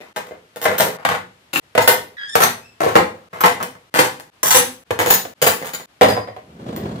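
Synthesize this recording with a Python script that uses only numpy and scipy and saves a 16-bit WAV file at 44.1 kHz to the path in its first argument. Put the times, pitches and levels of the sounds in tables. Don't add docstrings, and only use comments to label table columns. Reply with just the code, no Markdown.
import sys
import numpy as np
from scipy import signal
from scipy.fft import rfft, irfft
from scipy.io import wavfile
from scipy.ndimage import uniform_filter1d

SR = 44100
rng = np.random.default_rng(int(sys.argv[2]) if len(sys.argv) > 2 else 0)


def master_out(mix):
    frames = np.transpose(np.atleast_2d(mix))
    ceiling = np.clip(frames, -1, 1)
    pcm = np.round(ceiling * 32767).astype(np.int16)
    wavfile.write(sys.argv[1], SR, pcm)


N = 308700

# start_s, peak_db, steel_ring_db (re peak), rattle_t60_s (floored at 0.03)
STRIKES = [(0.0044, -30, -30, 0.37), (0.1621, -16, -19.5, 0.14), (0.269, -34.5, -17, 0.13),
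           (0.31, -29, -67, 0.19), (0.5603, -25, -10, 0.09), (0.616, -20, -2.5, 0.22),
           (0.654, -3.5, -30, 0.076), (0.6835, -14.5, -41, 0.43), (0.781, -19, 4.5, 0.29),
           (0.8, -3.5, -10.5, 0.097), (0.862, -22, -26, 1), (0.974, -30, -52, 0.47),
           (1.051, 2.5, -33, 0.031), (1.0897, -4, -30, 0.046), (1.1125, -12, -37, 0.17),
           (1.14, -16, -36, 0.083), (1.5317, -16.5, 5.5, 0.76), (1.5595, -9.5, -8, 0.032),
           (1.576, -30, -21, 0.1), (1.7516, -10, -33, 0.065), (1.778, 4, -33.5, 0.047),
           (1.8096, -21, 0.5, 0.25), (1.876, 6, -6, 0.053), (2.3542, 3, -14.5, 0.038),
           (2.4044, -6.5, -9.5, 0.067), (2.419, -3.5, -5, 0.17), (2.8047, -13.5, -24.5, 0.61),
           (2.863, -12.5, -77, 0.14), (2.9548, 7.5, -39.5, 0.072), (3.33, -26.5, -34, 0.8),
           (3.4074, -10.5, -10.5, 0.053), (3.4377, 2, -31, 0.1), (3.458, -1, -6.5, 0.037),
           (3.603, -15, -44, 0.12), (3.628, -17, 4, 0.02), (3.7524, -34, -33, 0.046),
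           (3.941, -11.5, -14.5, 0.39), (3.964, -16.5, -8, 0.1), (3.9898, 1, -14, 0.077),
           (4.046, -21, -1, 0.06), (4.1987, -28, -6.5, 0.041), (4.431, -15.5, 5.5, 0.47),
           (4.507, -11, 9.5, 0.12), (4.546, -5.5, 3.5, 0.16), (4.907, -8, -31, 0.052),
           (4.9902, -8, -13, 0.17), (5.061, -12.5, -6, 0.21), (5.1036, -4.5, 2.5, 0.083),
           (5.1389, -12.5, 12, 0.044), (5.2518, -20, -30, 0.036), (5.4171, -12, 2, 0.33),
           (5.466, -3.5, -1, 0.087), (5.6164, -25, -14, 0.45), (5.657, -33.5, 7.5, 0.12),
           (5.7355, -26, 6, 0.11), (5.798, -28.5, -14, 0.082), (6.0117, 2, -33, 0.15),
           (6.0863, -12.5, -14.5, 0.16), (6.1668, -13.5, -58, 0.097), (6.2746, -28.5, -57, 0.16),
           (6.3648, -29.5, -42, 0.068), (6.763, -27, -4, 0.039)]
# mode_hz, level_db
TRAY = [(107.7, -46), (193.8, -44.5), (263.8, -46.5), (382.2, -51), (506.0, -19), (624.5, -23.5),
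        (769.8, -51), (840, -48.5), (931.3, -33.5), (1114, -33), (2040, -28.5)]
# mode_hz, level_db
COUNTER = [(345, -23.5), (540, -26), (2435, -44), (2710, -16.5), (3970, -24), (4215, -20)]
# mode_hz, level_db
DRAWER_BACK = [(107, -43), (527, -32.5), (625, -28.5), (750, -28.5), (1016, -32), (1944, -38.5)]
# mode_hz, level_db
PARING_KNIFE = [(4925, 3)]
# mode_hz, level_db
PILE = [(7290, -4), (9480, -8), (11600, 1), (15200, 5)]
# mode_hz, level_db
FORK = [(5760, -13.5), (6310, -6), (8900, -8), (11300, -1.5), (14100, 4.5)]
# mode_hz, level_db
KNIFE = [(5250, -10.5), (7140, -3.5), (9715, -3.5), (10400, -6), (12900, 2), (15050, 5)]
# mode_hz, level_db
SPOON = [(4800, -22), (6340, 0), (7800, -1.5), (8870, -1.5), (10400, 0.5), (12000, 1.5), (13800, 2),
         (15200, -8.5)]
# mode_hz, level_db
TEASPOON = [(6860, -6.5), (7850, -23), (13300, -15.5), (14600, -1)]
# start_s, steel_modes, surface_modes, boom_db, thud_db (added below THUD_HZ)
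PIECES = [(0, TEASPOON, TRAY, 0.5, -32.5), (0.551, FORK, TRAY, 2, -24), (.97, TEASPOON, TRAY, -7.5, 7),
          (1.519, PILE, COUNTER, 4, 0.5), (1.7, KNIFE, TRAY, 1, -20.5), (2.341, FORK, TRAY, -2, 7),
          (2.8, SPOON, TRAY, -1.5, -4), (3.302, FORK, TRAY, -2.5, 6.5), (3.931, SPOON, TRAY, -1, -32),
          (4.42, SPOON, TRAY, -1.5, 8), (4.9, TEASPOON, TRAY, -1, 2), (5.398, KNIFE, TRAY, 1.5, 4),
          (6.0, PARING_KNIFE, DRAWER_BACK, 6, 4.5), (6.6, KNIFE, TRAY, -9, -12)]
# freq_hz, level_db (per Hz)
CLATTER = [(470, -34), (800, 4.5), (4570, -15.5), (9220, -16), (14700, -13), (16000, -23.5)]
# time_s, level_db
ROLL = [(6.42, -52), (6.55, -42), (6.7, -29), (6.82, -25.5), (7.0, -33.5)]
# freq_hz, level_db (per Hz)
RUMBLE = [(35, -37.5), (60, -13.5), (188, -5), (480, -13.5), (1160, -29.5), (6750, -48), (14000, -58)]
# freq_hz, level_db (per Hz)
HUSH = [(29, -37.5), (50, -3), (3000, -17.5), (6120, -26), (13500, -32.5), (15500, -56)]
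BREAKS = [0.13, 0.97, 1.599, 2.165, 3.288, 3.899, 4.302, 4.838, 5.338, 5.859]
# freq_hz, t60_s
ROOM_T60 = [(100, 0.51), (500, 0.26), (3000, 0.33), (14000, 0.22)]
# freq_hz, side_minus_mid_db
SPREAD = [(60, -21.5), (300, -16), (600, -1.5), (1650, 2), (4970, 0), (15000, 1.5)]
# freq_hz, left_minus_right_db
LEAN = [(380, -0.5), (1500, 1.5), (4500, 5.5), (14000, -1)]
# time_s, pitch_hz, level_db, tilt_db (per overtone)
SQUEAKS = [
    [(2.172, 1714, -41, -9), (2.215, 1640, -29, -8), (2.245, 1645, -34, -7), (2.275, 1640, -39, -2),
     (2.292, 1760, -39, 1), (2.352, 1765, -37.5, 1.5)],
    [(2.168, 1912, -38, -14), (2.285, 1890, -50, -16)],
    [(2.6, 2400, -60, -7), (2.655, 2640, -53, -5), (2.735, 2580, -60, -5)],
]
SQUEAK_OVERTONES_DB = [0.5, 1.5, -1, -11, -11]

HUSH_DB, FADE_S = -52, 0.041
ROOM_DB, NEAR_T60_S = -32.5, 0.0067
BAND_EDGES_HZ = 40 * 2 ** np.arange(0, 9.1, 1)
CONTACTS_PER_S, CONTACT_SPREAD_DB, FIRST_TOUCH_DB, SWELL_S = 700, 2, 3.5, 0.002
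BOOM_DB, BOOM_FOLLOWS, BOOM_LOSS, STEEL_ON_STEEL_DB = -1.5, 0.94, 0.079, -12.5
CONTACT_HZ, CONTACT_FOLLOWS = 12480, 0.4
TRAY_DB, STEEL_DB, CLATTER_DB = 25.5, 17, 30.5
BOOM_T60_S, BODY_CUT_HZ, THUD_HZ = 0.31, 97.6, 300
TRAY_CYCLES, TRAY_T60_MIN_S, TRAY_T60_MAX_S = 25, .013, .1
JANGLE_DB, JANGLE_TILT_DB, JANGLE_T60_S = 25.5, 3, .024
STEEL_T60_S, STEEL_DETUNE = .05, .015
FREE_T60_S, FREE_DB, FREE_BEAT_HZ = .24, 10, 14


def amp(db):
    return 10 ** (np.asarray(db, float) / 20)


def rms_one(x):
    return x / np.sqrt(np.mean(x ** 2) + 1e-20)


def smooth_noise(shape, size):
    return rms_one(uniform_filter1d(rng.standard_normal(shape), size=size))


def at_hz(points, hz):
    points = np.array(points)
    return np.interp(np.log(hz), np.log(points[:, 0]), points[:, 1])


def gains(rows, column):
    rows = np.array(rows)
    return amp(np.interp(np.arange(N) / SR, rows[:, 0], rows[:, column], left=-200, right=-200))


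def bands(x):
    for low, high in zip(BAND_EDGES_HZ, np.minimum(BAND_EDGES_HZ[1:], .45 * SR)):
        sos = signal.butter(1, [low, high], "band", fs=SR, output="sos")
        yield np.sqrt(low * high), signal.sosfilt(sos, x)


def coloured(x, spectrum, share=1):
    size = 4096
    hz = np.arange(1, size // 2 + 2) * SR / size
    cepstrum = irfft(np.log(amp(share * at_hz(spectrum, hz))))
    cepstrum[1:size // 2] *= 2
    cepstrum[size // 2 + 1:] = 0
    response = irfft(np.exp(rfft(cepstrum)))
    return signal.fftconvolve(x, response)[:len(x)]


def widen(mid, side):
    side = coloured(side, SPREAD)
    left = coloured(mid + side, LEAN, share=.5)
    right = coloured(mid - side, LEAN, share=-.5)
    return np.array([left, right])


def room_tone():
    mid, side = [coloured(rng.standard_normal(N), HUSH) for channel in range(2)]
    return amp(HUSH_DB) * rms_one(widen(mid, side))


def rattle_clicks():
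    size_db = CONTACT_SPREAD_DB * np.minimum(rng.exponential(1, N), 4)
    sizes = amp(size_db) * rng.choice([-1, 1], N)
    clumps = amp(5.0 * smooth_noise(N, 300))
    return sizes * (rng.random(N) < CONTACTS_PER_S * clumps / SR)


def contacts(start, stop, rattle):
    boom, clatter, rings, neighbours = out = np.zeros((4, stop - start))
    for s, peak_db, steel_db, t60 in STRIKES:
        steel_loss_db = BOOM_LOSS * max(steel_db - STEEL_ON_STEEL_DB, 0)
        boom_db = BOOM_DB + BOOM_FOLLOWS * peak_db - steel_loss_db
        at, t60 = round(s * SR), max(t60, .03)
        if start <= at < stop:
            t, here = np.arange(stop - at) / SR, at - start
            train = rattle[at:stop] * (1 - np.exp(-t / SWELL_S)) * amp(-60 * t / t60)
            train[0] = amp(FIRST_TOUCH_DB)
            train *= np.sqrt(min(t60, t[-1]) / np.sum(train ** 2))
            early = train * amp(-60 * t / BOOM_T60_S)
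            early_makeup = np.sqrt(np.sum(train ** 2) / np.sum(early ** 2))
            soft = np.exp(-2 * np.pi * CONTACT_HZ * amp(CONTACT_FOLLOWS * steel_db) / SR)
            boom[here:] += amp(boom_db) * early * early_makeup
            clatter[here:] += amp(peak_db) * signal.lfilter([1 - soft], [1, -soft], train)
            rings[here:] += amp(peak_db + steel_db) * train
            neighbours[here:] += amp(peak_db + steel_db + JANGLE_DB) * jangle(train)
    return out


def jangle(clicks):
    t = np.arange(round(JANGLE_T60_S * SR)) / SR
    hz = rng.uniform(3000, 16300, size=(60, 1))
    modes = amp(JANGLE_TILT_DB * np.log2(hz) - 60 * t / JANGLE_T60_S) * np.sin(2 * np.pi * hz * t)
    response = rms_one(modes.sum(axis=0)) / np.sqrt(len(t))
    return signal.fftconvolve(clicks, response)[:len(clicks)]


def ring(clicks, modes, uneven_db, wander_db):
    out, energy, at = 0, 0, np.flatnonzero(clicks)
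    for hz, level_db, t60 in modes:
        r, w = amp(-60 / (t60 * SR)), 2 * np.pi * hz / SR
        turn = smooth_noise(len(clicks) // 256 + 64, 7)[at // 256]
        blow_db = level_db + uneven_db * rng.standard_normal(len(at)) + wander_db * turn
        blows = np.full(len(clicks), 1e-18)
        blows[at] = clicks[at] * amp(blow_db)
        out = out + signal.lfilter([0, np.sin(w)], [1, -2 * r * np.cos(w), r * r], blows)
        energy += amp(level_db) ** 2 / (4 - 4 * r * r)
    return out / np.sqrt(energy)


def surface_modes(surface, thud_db):
    return [(hz, db + thud_db * (hz < THUD_HZ), np.clip(TRAY_CYCLES / hz, TRAY_T60_MIN_S, TRAY_T60_MAX_S))
            for hz, db in surface]


def steel_modes(piece):
    if piece == PARING_KNIFE:
        return [(hz + FREE_BEAT_HZ * off, db, FREE_T60_S) for hz, db in piece for off in (0, 1)]
    return [(hz * (1 + STEEL_DETUNE * off * rng.uniform(0.42, 2.3)), db, STEEL_T60_S)
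            for hz, db in piece for off in (-1, 0, 1)]


def bodies(start, boom, rings):
    out = np.zeros(len(boom))
    starts = [round(row[0] * SR) - start for row in PIECES] + [N]
    for (s, piece, surface, boom_db, thud_db), first, last in zip(PIECES, starts, starts[1:]):
        first, last = max(first, 0), min(last, len(boom))
        if first < last:
            own = np.arange(len(boom) - first) < last - first
            tray = ring(boom[first:] * own, surface_modes(surface, thud_db), uneven_db=4.0, wander_db=3.0)
            steel = ring(rings[first:] * own, steel_modes(piece), uneven_db=6.0, wander_db=5.5)
            out[first:] += amp(TRAY_DB + boom_db) * tray
            out[first:] += amp(STEEL_DB + FREE_DB * (piece == PARING_KNIFE)) * steel
    return signal.sosfilt(signal.butter(4, BODY_CUT_HZ, "high", fs=SR, output="sos"), out)


def crack():
    pulse = coloured(np.r_[1., np.zeros(SR // 10)], CLATTER)
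    return pulse / np.sqrt(np.sum(pulse ** 2))


def kitchen():
    t = np.arange(SR * 2 // 5) / SR
    room = sum(band * amp(ROOM_DB - 60 * t / at_hz(ROOM_T60, hz))
               for hz, band in bands(rng.standard_normal((2, len(t)))))
    burst = rng.standard_normal(len(t)) * amp(-60 * t / NEAR_T60_S)
    direct = t == 0
    return widen(room[0] + direct, room[1] + burst / np.sqrt(np.sum(burst ** 2)))


def squeak(table):
    rows, t = np.array(table), np.arange(N) / SR
    waver, flutter = smooth_noise((2, N), 250)
    pitch_hz = np.interp(t, rows[:, 0], rows[:, 1]) * (1 + 0.013 * waver)
    phase = 2 * np.pi * np.cumsum(pitch_hz) / SR
    tilt_db = np.interp(t, rows[:, 0], rows[:, 3])
    tone = sum(amp(db + k * tilt_db) * np.sin((k + 1) * phase)
               for k, db in enumerate(SQUEAK_OVERTONES_DB))
    return gains(table, 2) * amp(3.5 * flutter) * tone


def drawer_roll():
    lumps = amp(3.5 * smooth_noise(N, 400))
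    return gains(ROLL, 1) * rms_one(coloured(rng.standard_normal(N) * lumps, RUMBLE))


def scene():
    out, rattle, clatter_pulse = room_tone(), rattle_clicks(), crack()
    steady = sum(squeak(table) for table in SQUEAKS) + drawer_roll()
    edges = [0] + [round(s * SR) for s in BREAKS] + [N]
    for start, stop in zip(edges, edges[1:]):
        size = stop - start
        boom, clatter, rings, neighbours = contacts(start, stop, rattle)
        dry = bodies(start, boom, rings) + neighbours + steady[start:stop]
        dry += amp(CLATTER_DB) * signal.fftconvolve(clatter, clatter_pulse)[:size]
        out[:, start:stop] *= np.clip(np.arange(size) / (FADE_S * SR), .1, 1)
        out[:, start:stop] += signal.fftconvolve(dry[None], kitchen(), axes=1)[:, :size]
    return out


def record(dry):
    driven = 0.94 * np.tanh(dry / 1.313)
    thin = signal.sosfilt(signal.butter(4, 70, "high", fs=SR, output="sos"), driven)
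    top_cut = signal.cheby2(12, 60, 16500, fs=SR, output="sos")
    return np.clip(signal.sosfilt(top_cut, thin), -1, 1)


dry = scene()
out = record(dry)
master_out(out)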